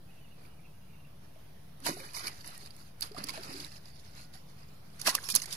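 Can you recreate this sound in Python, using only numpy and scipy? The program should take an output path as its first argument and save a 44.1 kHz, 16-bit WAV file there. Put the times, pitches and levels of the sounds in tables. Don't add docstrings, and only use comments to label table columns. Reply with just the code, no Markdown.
import sys
import numpy as np
from scipy import signal
from scipy.fft import rfft, irfft, next_fast_len
from scipy.io import wavfile
from scipy.ndimage import uniform_filter1d, map_coordinates

SR = 44100
rng = np.random.default_rng(int(sys.argv[2]) if len(sys.argv) > 2 else 0)


def elevation(decibels):
    levels = np.asarray(decibels, float)
    return 10 ** (levels / 20)


def master(y):
    cut = np.clip(np.atleast_2d(y).T, -1, 1)
    pcm = np.round(cut * 32767)
    wavfile.write(sys.argv[1], SR, pcm.astype(np.int16))


N = 245240
T = np.arange(N) / SR


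def unit(x):
    return x / np.sqrt(np.mean(x ** 2) + 1e-20)


def along(points, hz):
    f, v = np.transpose(points)
    return np.interp(np.log(hz + 1), np.log(f + 1), v)


def filtered(x, response):
    size = next_fast_len(N + 8192)
    return irfft(rfft(x, size) * response(np.fft.rfftfreq(size, 1 / SR)), size)[..., :N]


def equalised(x, points):
    return filtered(x, lambda f: elevation(along(points, f)))


def causal(points):
    cepstrum = irfft(np.log(elevation(along(points, np.fft.rfftfreq(1024, 1 / SR)))))
    cepstrum[1:512] *= 2
    cepstrum[513:] = 0
    return irfft(np.exp(rfft(cepstrum)))[:512]


def wobble(rate):
    knots = rng.standard_normal(int(N * 40 / SR) + 4)
    return map_coordinates(knots, [T * np.clip(rate, 0, 40)])


def rings(s, hz, size, rise, life, attack, length):
    s, hz, size, rise, life = (np.broadcast_to(v, np.shape(s))[:, None] for v in (s, hz, size, rise, life))
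    k = np.arange(length)
    age = k / SR / life
    turns = hz * life * (age + (rise - 1) * age * age / 2)
    envelope = size * elevation(-20 * age) * (1 - np.exp(-age / attack)) * np.clip(4 - 1.6 * age, 0, 1)
    wave = envelope * np.sin(2 * np.pi * turns)
    at = np.clip(np.round(s * SR).astype(int) + k, 0, N)
    return np.bincount(at.ravel(), wave.ravel(), N + 1)[:N]


def far_rumble():
    # frequency [Hz], density [dB per Hz].
    rumble_colour = [(15, -37), (30, -14.5), (60, -4), (100, -1.5), (145, -3.5), (185, -3.5), (240, -13),
                     (400, -28.5), (700, -21.5), (1000, -45)]
    a, b = rng.standard_normal((2, N))
    rumble = equalised(np.array([a + 0.028 * b, a - 0.14 * b]), rumble_colour)
    return elevation(-57.5 + 0.3 * wobble(3.3)) * unit(rumble)


def far_pump():
    hz = 145 + 2.1 * wobble(3.7)
    return elevation(-60 + 0.18 * wobble(1.2)) * np.sin(2 * np.pi * np.cumsum(hz) / SR)


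def air_hiss():
    # frequency [Hz], density [dB per Hz].
    left_hiss = [(150, -9), (300, 1.5), (700, -6), (2000, -10.5), (2700, -17), (3600, -13.5), (5300, -20),
                 (6200, -19), (7300, -31), (8300, -22.5), (9500, -20), (11700, -19.5), (15200, -17.5),
                 (16300, -50)]
    right_hiss = [(150, 3.5), (300, -1), (700, -1.5), (2000, -12), (2700, -10.5), (3600, -13.5),
                  (5000, -13.5), (6700, -18), (7400, -29), (8300, -24.5), (10200, -11.5), (12500, -17.5),
                  (15200, -17), (16300, -60)]
    a, b = rng.standard_normal((2, N))
    both = np.array([a + 0.95 * b, a - 1.05 * b])
    hiss = filtered(both, lambda f: elevation([along(left_hiss, f), along(right_hiss, f)]))
    return elevation(-59.5 + 0.7 * wobble(2.6)) * unit(hiss)


def background():
    return far_rumble() + far_pump() + air_hiss()


def bird():
    # start [s], pitch [Hz].
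    bird_notes = [(.075, 2520), (.13, 2820), (.165, 2690), (.295, 2820), (.33, 2620), (.43, 2470),
                  (.525, 2820), (.81, 2820), (.63, 2780), (.625, 2450), (.38, 2500), (.49, 2880),
                  (.225, 2900), (.36, 2650), (.55, 2850), (.73, 2850), (.93, 2800), (.95, 2600), (.6, 2440),
                  (.68, 2650), (.2, 2920), (.885, 2450), (.905, 2450), (.98, 2800)]
    # start [s], pitch [Hz], peak [dB], life [s], glide [share of pitch].
    whistles = [
        (1.775, 3690, -67, .079, 0),
        (4.09, 1440, -73, .27, 0),
        (2.292, 2050, -54, .04, -.08),
        (2.52, 2020, -61, .06, -.08),
    ]
    note_db, note_s = -71, 0.033
    luck = rng.uniform(0, 1, (3, 140))
    twitter_hz = 2400 + 600 * luck[1]
    song = rings(0.074 + luck[0], twitter_hz, elevation(-64.5), 0.76 + 0.235 * luck[2], 0.0113, 0.24, 1200)
    warble = np.cumsum(1 + 0.012 * wobble(40)) / SR
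    for s, hz, db, life, glide in [(s, hz, note_db, note_s, 0) for s, hz in bird_notes] + whistles:
        envelope = np.sin(np.pi * np.clip((T - s) / life, 0, 1)) ** 0.11
        turns = hz * (warble + glide * (T - s) ** 2 / life / 2)
        song += elevation(db) * envelope * np.sin(2 * np.pi * turns)
    song *= elevation(3 * wobble(38))
    t = np.arange(SR // 4) / SR
    haze = rng.standard_normal((2, len(t))) * elevation(-60 * t / 0.1)
    far = signal.fftconvolve(song[None], haze / np.linalg.norm(haze[0]), axes=1)[:, :N]
    return (song + elevation(-3) * far) * elevation([[-4], [3]])


def grains(count, hz, spread, cycles, uneven_db, length, noise):
    out = []
    for _ in range(2):
        pitch = np.clip(hz * np.exp(spread * rng.standard_normal(count)), 120, 15000)
        size = elevation(uneven_db * np.minimum(rng.exponential(1, count), 3)) * rng.choice([-1, 1], count)
        shower = rings(rng.uniform(0, N / SR, count), pitch, size, 1.183, cycles / pitch, 0.071, length)
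        hiss = filtered(rng.standard_normal(N), lambda f: np.exp(-(np.log((f + 1) / hz) / spread / 2) ** 2))
        out.append(unit(unit(shower) + noise * unit(hiss)))
    return np.array(out)


def churn(rows, swell, water, trim_db):
    s, db, hold, depth = np.transpose(rows)[:, :, None]
    rise, fall = swell
    shape_db = db - rise * np.maximum(s - T, 0) - fall * np.maximum(T - s - hold, 0)
    depth_shares = (0, 0.48, 1)
    shared_db = 2.46 * wobble(39)
    out = 0
    for layer, share, trim in zip(water, depth_shares, trim_db):
        level = np.sqrt(elevation(2 * (shape_db + share * depth)).sum(0))
        out = out + layer * level * elevation(trim + shared_db + 1.7 * wobble(25))
    return out


def drops(rows, water, ring_hz, lighter_higher, tick_db, ring_db, spatter_db, body_db):
    spray, chatter, _ = water
    s, db, body, t60 = np.transpose(rows)
    hz = ring_hz * np.exp(0.061 * rng.standard_normal(len(s)) - lighter_higher * body)
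    ring = rings(s, hz, elevation(db + ring_db), 1.007, 12 / hz, 0.64, 300)
    tick = elevation(db + tick_db) * np.minimum(0.031 / t60, 1)
    ring += rings(s, 9300, tick, 1.3, 0.0002, 0.083, 60)
    lead = SR // 50
    t = np.arange(-lead, SR // 4) / SR - 0.0012
    fine, coarse = np.zeros(N + SR), np.zeros(N + SR)
    for at, level, low, decay in zip(s, db, body, t60):
        shape = elevation(-60 * np.abs(t) / max(decay, 0.003) / np.where(t < 0, 0.25, 1))
        span = slice(round(at * SR) - lead, round(at * SR) - lead + len(t))
        fine[span] += elevation(2 * (level + spatter_db)) * shape ** 2
        coarse[span] += elevation(2 * (level + low + body_db)) * shape
    return ring * np.c_[[1, 0.4]] + spray * np.sqrt(fine[:N]) + chatter * np.sqrt(coarse[:N])


def bubbles(rows):
    s, hz, db, life = np.transpose(rows)
    rise = 1.1 - 0.0414 * np.log2(hz / 400)
    return rings(s, hz, elevation(db + 4), rise, life, 0.059, 9000)


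def snaps(rows, top_db):
    out, t = np.zeros((2, N)), np.arange(SR // 100) / SR
    for s, db in rows:
        out[:, round(s * SR):][:, :len(t)] += elevation(db - 60 * t / 0.0092) * rng.standard_normal((2, len(t)))
    return equalised(out, [(3000, -13.5), (7000, 2.5), (13000, 4.5), (16000, top_db)])


def drips(rows):
    s, db, hz = np.transpose(rows)
    plink = rings(s, hz, elevation(db + 3.5), 1.08, 6.7 / hz, 0.27, 300)
    click = rings(s, 6000, elevation(db - 2), 1.05, 0.0003, 0.1, 60)
    tick = rings(s, 11800, elevation(db - 3), 1.05, 0.0006, 0.1, 100)
    return plink + click + tick


def ports(pair, lag, alike):
    # frequency [Hz], gain [dB].
    left_colour = [(200, -1.5), (1500, -6.5), (3500, -4.5), (4400, -1.5), (5200, -13.5), (6300, -9),
                   (8000, -10.5), (9600, -5), (11000, -9), (13500, -18), (15600, -11)]
    right_colour = [(200, 1.5), (3500, -5.5), (4800, 5), (5900, -1), (6500, 0), (7300, -6), (9200, -2.5),
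                    (10400, 7), (11700, 0.5), (13500, -7), (15600, -13)]
    share = lambda f: np.clip(along(alike, f), 0, 1)
    left = filtered(pair[0], lambda f: share(f) * np.exp(-2j * np.pi * f * lag / SR))
    left = left + filtered(pair[1], lambda f: np.sqrt(1 - share(f) ** 2))
    heard = ((left, left_colour), (pair[0], right_colour))
    return np.array([signal.fftconvolve(x, causal(colour))[:N] for x, colour in heard])


def bank_splash(water):
    # start [s], spray level [dB], hold [s], depth [dB of heavy water].
    bank_surges = [(.385, -63.5, .04, 6), (.43, -68, .003, -12), (.452, -62, 0.0035, 6.5),
                   (1.25, -65.5, .004, 2), (1.83, -56, .02, -16), (1.865, -40, 0.039, 3.5),
                   (1.93, -46, 0.048, -11), (2.0, -45.5, 0.071, -4), (2.16, -41.5, 0.015, -30),
                   (2.24, -43.5, 0.053, -6), (2.37, -50.5, 0.29, -12), (2.74, -57, 0.11, -14),
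                   (3.03, -42, 0.013, -9), (3.18, -46, 0.092, -1.5), (3.27, -47.5, 0.25, 2),
                   (3.53, -42, 0.098, -15), (3.72, -53, 0.062, -10.5), (3.86, -53.5, 0.049, -12),
                   (3.96, -57, 0.2, -9), (4.17, -48, 0.026, -13.5), (4.35, -55.5, 0.046, -12),
                   (4.5, -64, 0.66, -6)]
    # time [s], peak [dB], body [dB], spatter decay by 60 dB
    # [s].
    bank_drops = [(1.8322, -50, -19, 0.043), (1.8583, -18, -34, 0.28), (1.8657, -20.5, 11, 0.044),
                  (1.8761, -15.5, -2, 0.089), (1.8894, -20, 8, 0.02), (2.1345, -44, -22, .02),
                  (2.146, -26, 4, 0.13), (2.1945, -27.5, 11.5, 0.078), (2.2445, -35.5, 14.5, 0.14),
                  (2.2697, -17.5, -2, 0.051), (2.2786, -20, 2, 0.029), (2.408, -40, -19, 0.055),
                  (2.4443, -36, 12, 0.029), (2.474, -43, 12, 0.24), (2.5467, -42, -17, .075),
                  (2.5772, -56, -15, .013), (2.6597, -28, 3, 0.009), (2.6726, -30, -9, 0.0039),
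                  (2.7061, -25, -3, 0.004),
                  (3.0077, -27, -14, .01), (3.0198, -20, -20, 0.028), (3.0246, -10.5, -30, 0.03),
                   (3.025, -29, 0, 0.07), (3.0721, -44, -22, 0.015), (3.1185, -39, 8, 0.026),
                   (3.1467, -33.5, 8, 0.018), (3.179, -34.5, 15, 0.069), (3.2382, -20.5, -10, 0.032),
                   (3.2696, -30, -2, .044), (3.2858, -17.5, 2.5, 0.02), (3.2934, -16.5, -0.5, 0.033),
                   (3.3022, -23.5, -15, .041), (3.337, -30, -2, 0.1), (3.375, -25, 10, 0.0094),
                   (3.4338, -27, -3, 0.17), (3.5274, -29.5, -4, 0.04), (3.6019, -27.5, -27, 0.036),
                   (3.6463, -18.5, -13, 0.0037), (3.7183, -37, -41, 0.017), (3.856, -33.5, -27, 0.013),
                   (3.996, -38.5, -27, 0.066), (4.1794, -42, -12, 0.11), (4.2114, -44, -11, 0.046),
                   (4.338, -33.5, -2, 0.096), (4.3523, -47, -10, .09), (4.6024, -54, -11, .019)]
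    # start
    # [s], starting pitch [Hz], peak [dB], life [s].
    bank_bubbles = [(1.36, 616, -48, 0.018), (1.819, 267, -52, 0.11), (1.862, 923, -30.5, 0.019),
                    (1.866, 696, -33, 0.026), (1.868, 314, -41, 0.078), (1.888, 547, -30, 0.013),
                    (1.894, 313, -29, 0.014), (1.912, 282, -32, 0.0075), (1.93, 359, -44, 0.039),
                    (1.965, 390, -43.5, 0.031), (1.97, 690, -38.5, .012), (2.008, 508, -45, 0.023),
                    (2.206, 680, -44, 0.014), (2.241, 1500, -44, .014), (2.276, 2310, -32, 0.011),
                    (3.112, 400, -42.5, 0.028), (3.146, 702, -41.5, 0.024), (3.166, 1180, -35, 0.011),
                    (3.183, 298, -36.5, 0.0091), (3.188, 188.5, -47.5, 0.089), (3.288, 1023, -40, 0.026),
                    (3.292, 2200, -29.5, 0.01), (3.34, 800, -36.5, .0096), (3.377, 625, -36.5, 0.02),
                    (3.388, 368, -47.5, .051), (3.492, 245, -41, 0.015), (3.504, 265, -47.5, 0.18),
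                    (3.543, 370, -43.5, 0.045), (3.243, 266, -41.5, 0.019), (2.1945, 4580, -33, 0.0018),
                    (2.196, 3700, -34, 0.0023), (3.1178, 4900, -43, .002), (3.2395, 5300, -32, .0015),
                    (3.2405, 3300, -38, .001), (2.09, 2500, -41, 0.006), (2.013, 2200, -39, .003),
                    (3.57, 299, -47, 0.046), (3.61, 336, -49, 0.032), (3.717, 2690, -45, 0.0044),
                    (3.64, 2200, -41, .006), (4.35, 738, -51, 0.03)]
    # time [s], peak [dB].
    bank_snaps = [
        (1.803, -43),
        (1.8655, -17),
        (2.1345, -36),
        (2.476, -32.5),
        (2.578, -34),
        (2.765, -39.5),
        (3.009, -23),
    ]
    # time [s], peak [dB].
    crack = [
        (3.2412, -26),
    ]
    # time [s], peak [dB], pitch [Hz].
    bank_drips = [(0.452, -44, 2440), (2.0023, -28, 2220), (2.022, -38, 4860), (2.193, -38, 4750),
                  (2.2576, -29, 4750), (2.3234, -47, 4520), (2.357, -40, 4200), (2.4124, -36, 4250),
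                  (2.4443, -41, 2060), (2.489, -40, 4370), (2.548, -43, 4480), (2.5614, -49, 4800),
                  (2.6364, -53, 4660), (2.6453, -44, 4360), (2.7114, -38, 4620), (3.1183, -38, 5170),
                  (3.1467, -38, 5200), (3.1647, -36, 5000), (3.2184, -43, 4210), (3.2375, -39, 4730),
                  (3.2862, -29, 4630), (3.4111, -35, 4800), (3.4334, -27, 4350), (3.4994, -40, 4660),
                  (3.5084, -35, 4760), (3.5402, -28, 4500), (3.5768, -30, 4770), (3.718, -43, 4260),
                  (3.8568, -41, 4810), (3.9469, -53, 5100), (3.9923, -46, 5230), (4.0193, -54, 4660),
                  (4.0956, -48, 4370), (4.1514, -40, 5940), (4.2044, -44, 2040), (4.2113, -43, 5180),
                  (4.338, -46, 4860), (4.5024, -62, 4210),
                  (1.864, -26, 4770),
        (1.8731, -21, 4830),
        (1.9004, -35, 4900),
        (2.2707, -28.5, 4700),
        (2.28, -30, 2320),
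        (3.6004, -31, 4410),
    ]
    splash = churn(bank_surges, (460, 182), water, trim_db=(-2, 0.1, -5))
    splash = splash + drops(bank_drops, water, ring_hz=4570, lighter_higher=0.0018,
                            tick_db=-17, ring_db=1.0, spatter_db=-15.0, body_db=-22.5)
    splash = equalised(splash, [(2400, 0), (3500, -1.0), (4700, 2.0), (5800, -1), (7000, -1), (9500, -1.5),
                                (12800, 3.0), (14200, -6), (15300, -9), (15800, -40)])
    top = filtered(splash, lambda f: np.clip((f - 7000) / 2000, 0, 1))
    splash = splash + top * (elevation(-3.5) - 1) * (T > 3.1)
    splash = splash + bubbles(bank_bubbles) + drips(bank_drips)
    splash = splash + snaps(bank_snaps, top_db=-6) + snaps(crack, top_db=22)
    return ports(splash, lag=17.5, alike=[(300, 0.88), (1500, 0.53), (4000, 0.037), (12000, 0.19)])


def fish_thrash(water):
    # start [s], spray level [dB], hold [s], depth [dB of heavy water].
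    fish_surges = [
        (4.93, -60, 0.09, -15),
        (5.03, -49, 0.0087, -6),
        (5.065, -33.5, 0.038, -11),
        (5.13, -43.5, 0.043, -3),
        (5.19, -44.5, 0.074, -10.5),
        (5.27, -36.5, 0.036, -16),
        (5.305, -32.5, 0.015, -53),
        (5.345, -49, 0.04, -4),
        (5.4, -46.5, 0.047, -14),
        (5.48, -44.5, .08, -10.5),
    ]
    # time [s], peak [dB], body [dB], spatter decay by 60 dB [s].
    fish_drops = [(4.9975, -28, -22, 0.074), (5.0151, -21.5, -17, 0.046), (5.0493, -31, -6, .076),
                  (5.0687, -8, -6, 0.1), (5.0719, -9, 4, 0.064), (5.0754, -8, -6, 0.065),
                  (5.092, -9, -28, 0.088), (5.1477, -14.5, -31.5, 0.087), (5.1527, -6.5, -27, 0.0092),
                  (5.24, -28, -8, 0.11), (5.2884, -12.5, -10, 0.027), (5.3013, -11.5, -34, 0.033),
                  (5.3118, -30, -36, .03), (5.3224, -19.5, -28, 0.037), (5.3418, -19, -3.5, 0.074),
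                  (5.352, -8.5, -26, 0.1), (5.3588, -2.5, -48, 0.0088), (5.3615, -8.5, -29, 0.03),
                  (5.3991, -23, -24, 0.037), (5.4195, -17.5, -20, 0.058), (5.437, -26, -22, 0.041),
                  (5.458, -21, -29, 0.027), (5.5089, -27, -16, 0.077), (5.5269, -14.5, -17, 0.063),
                  (5.5514, -34, -17, .05)]
    # start [s], starting pitch [Hz], peak [dB], life [s].
    fish_bubbles = [(5.063, 1810, -24, 0.0069), (5.07, 620, -41, 0.02), (5.25, 5410, -39, 0.023),
                    (5.268, 5630, -38, .012), (5.07, 3000, -26, .004), (5.085, 2900, -28, .004),
                    (5.073, 230, -35.5, 0.021), (5.083, 968, -23.5, 0.016), (5.092, 1940, -26.5, 0.019),
                    (5.125, 1074, -36, 0.013), (5.15, 1120, -25, 0.008), (5.137, 1140, -40, .01),
                    (5.18, 1830, -26, 0.0054), (5.186, 1600, -25, .005), (5.29, 2440, -42, 0.045),
                    (5.335, 200, -44, 0.027), (5.351, 1010, -38, 0.022), (5.3588, 6540, -15, 0.0026),
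                    (5.361, 6500, -11.5, 0.0061), (5.369, 5000, -19, .002)]
    # time [s], peak [dB].
    fish_snaps = [
        (5.015, -25.5),
        (5.1515, -10),
        (5.352, -6.5),
        (5.3602, -15),
        (5.3618, -8),
    ]
    # time [s], peak [dB], pitch [Hz].
    fish_drips = [(4.9966, -34, 6030), (5.0689, -22, 5310), (5.0688, -13, 5160), (5.078, -13, 5280),
                  (5.0934, -16, 5130), (5.242, -32, 4570), (5.2884, -25, 4760), (5.3124, -33, 4770),
                  (5.419, -25, 4960), (5.4354, -28, 4720), (5.4585, -38, 5460), (5.5089, -31, 6020),
                  (5.5273, -29, 5850), (5.5504, -38, 5440)]
    thrash = churn(fish_surges, (590, 1400), water, trim_db=(-3, -1.5, -5))
    thrash = thrash + drops(fish_drops, water, ring_hz=4900, lighter_higher=0.0078,
                            tick_db=3.5, ring_db=1, spatter_db=-14.0, body_db=-18.5)
    thrash = equalised(thrash, [(7000, -0.04), (9500, -0.4), (15200, 1.5), (15800, -30)])
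    thrash = thrash + bubbles(fish_bubbles) + snaps(fish_snaps, top_db=10) + drips(fish_drips)
    return ports(thrash, lag=-6.5, alike=[(300, 0.78), (1000, 0.6), (4000, 0.064), (12000, 0.57)])


def scene():
    spray = grains(count=6000, hz=6598, spread=0.549, cycles=19.4, uneven_db=3.0, length=200, noise=1.0)
    chatter = grains(count=4000, hz=1729, spread=0.4405, cycles=8.1, uneven_db=2.5, length=330, noise=1.0)
    slosh = grains(count=1100, hz=400, spread=0.46, cycles=4.9, uneven_db=-2.5, length=800, noise=0.6)
    water = (spray, chatter, slosh)
    return background() + bird() + bank_splash(water) + fish_thrash(water)


def dropouts(x):
    # frequency [Hz], threshold [spreads of the random field].
    rarity = [(900, 3), (1800, 2.3), (3200, 2.3), (5000, 2.3), (7500, .9), (10000, 2.4), (14500, .8),
              (15300, .5), (15700, -.5)]
    # start [s], end [s], centre [Hz], width [Hz].
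    muted_bands = [(1.865, 2.03, 3290, 250), (2.05, 2.09, 3290, 250), (2.14, 2.21, 3290, 250),
                   (2.25, 2.275, 3290, 200), (2.275, 2.3, 3550, 200), (2.445, 2.51, 3290, 250),
                   (2.65, 2.675, 3290, 250), (3.21, 3.232, 3400, 250), (3.46, 3.55, 3290, 200),
                   (1.87, 1.93, 2715, 170), (1.985, 2.095, 2715, 200), (2.145, 2.27, 2715, 170),
                   (1.91, 1.97, 1720, 170), (2.18, 2.23, 1800, 130), (5.31, 5.34, 2800, 300),
                   (5.3, 5.325, 2100, 250), (5.17, 5.22, 7500, 500), (5.41, 5.44, 7200, 350),
                   (5.42, 5.45, 3500, 200)]
    hz, t, z = signal.stft(x, SR, nperseg=512)
    patches = uniform_filter1d(rng.standard_normal(z.shape[1:]), 3, 0)
    field = unit(uniform_filter1d(patches, 14, 1))
    gain_db = np.where(field < -along(rarity, hz)[:, None], -40, 1.8 * field * (hz[:, None] > 900))
    patchy = signal.istft(z * elevation(gain_db), SR, nperseg=512)[1][:, :N]
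    hz, t, z = signal.stft(patchy, SR, nperseg=1024, noverlap=896)
    for start, end, centre, width in muted_bands:
        in_band = np.abs(hz - centre) < width / 2 + 45
        z = z * (1 - in_band[:, None] * (t > start) * (t < end))
    return signal.istft(z, SR, nperseg=1024, noverlap=896)[1][:, :N]


def band_limit(x):
    return signal.sosfilt(signal.butter(12, 16820, fs=SR, output="sos"), x)


def record(dry):
    kept = equalised(dry, [(15600, -0.5), (15900, -9), (16300, -27), (16800, -29)])
    rounded = 0.78 * np.tanh(dropouts(kept) / 0.82)
    return band_limit(rounded - 0.0032)


dry = scene()
out = record(dry)
master(out)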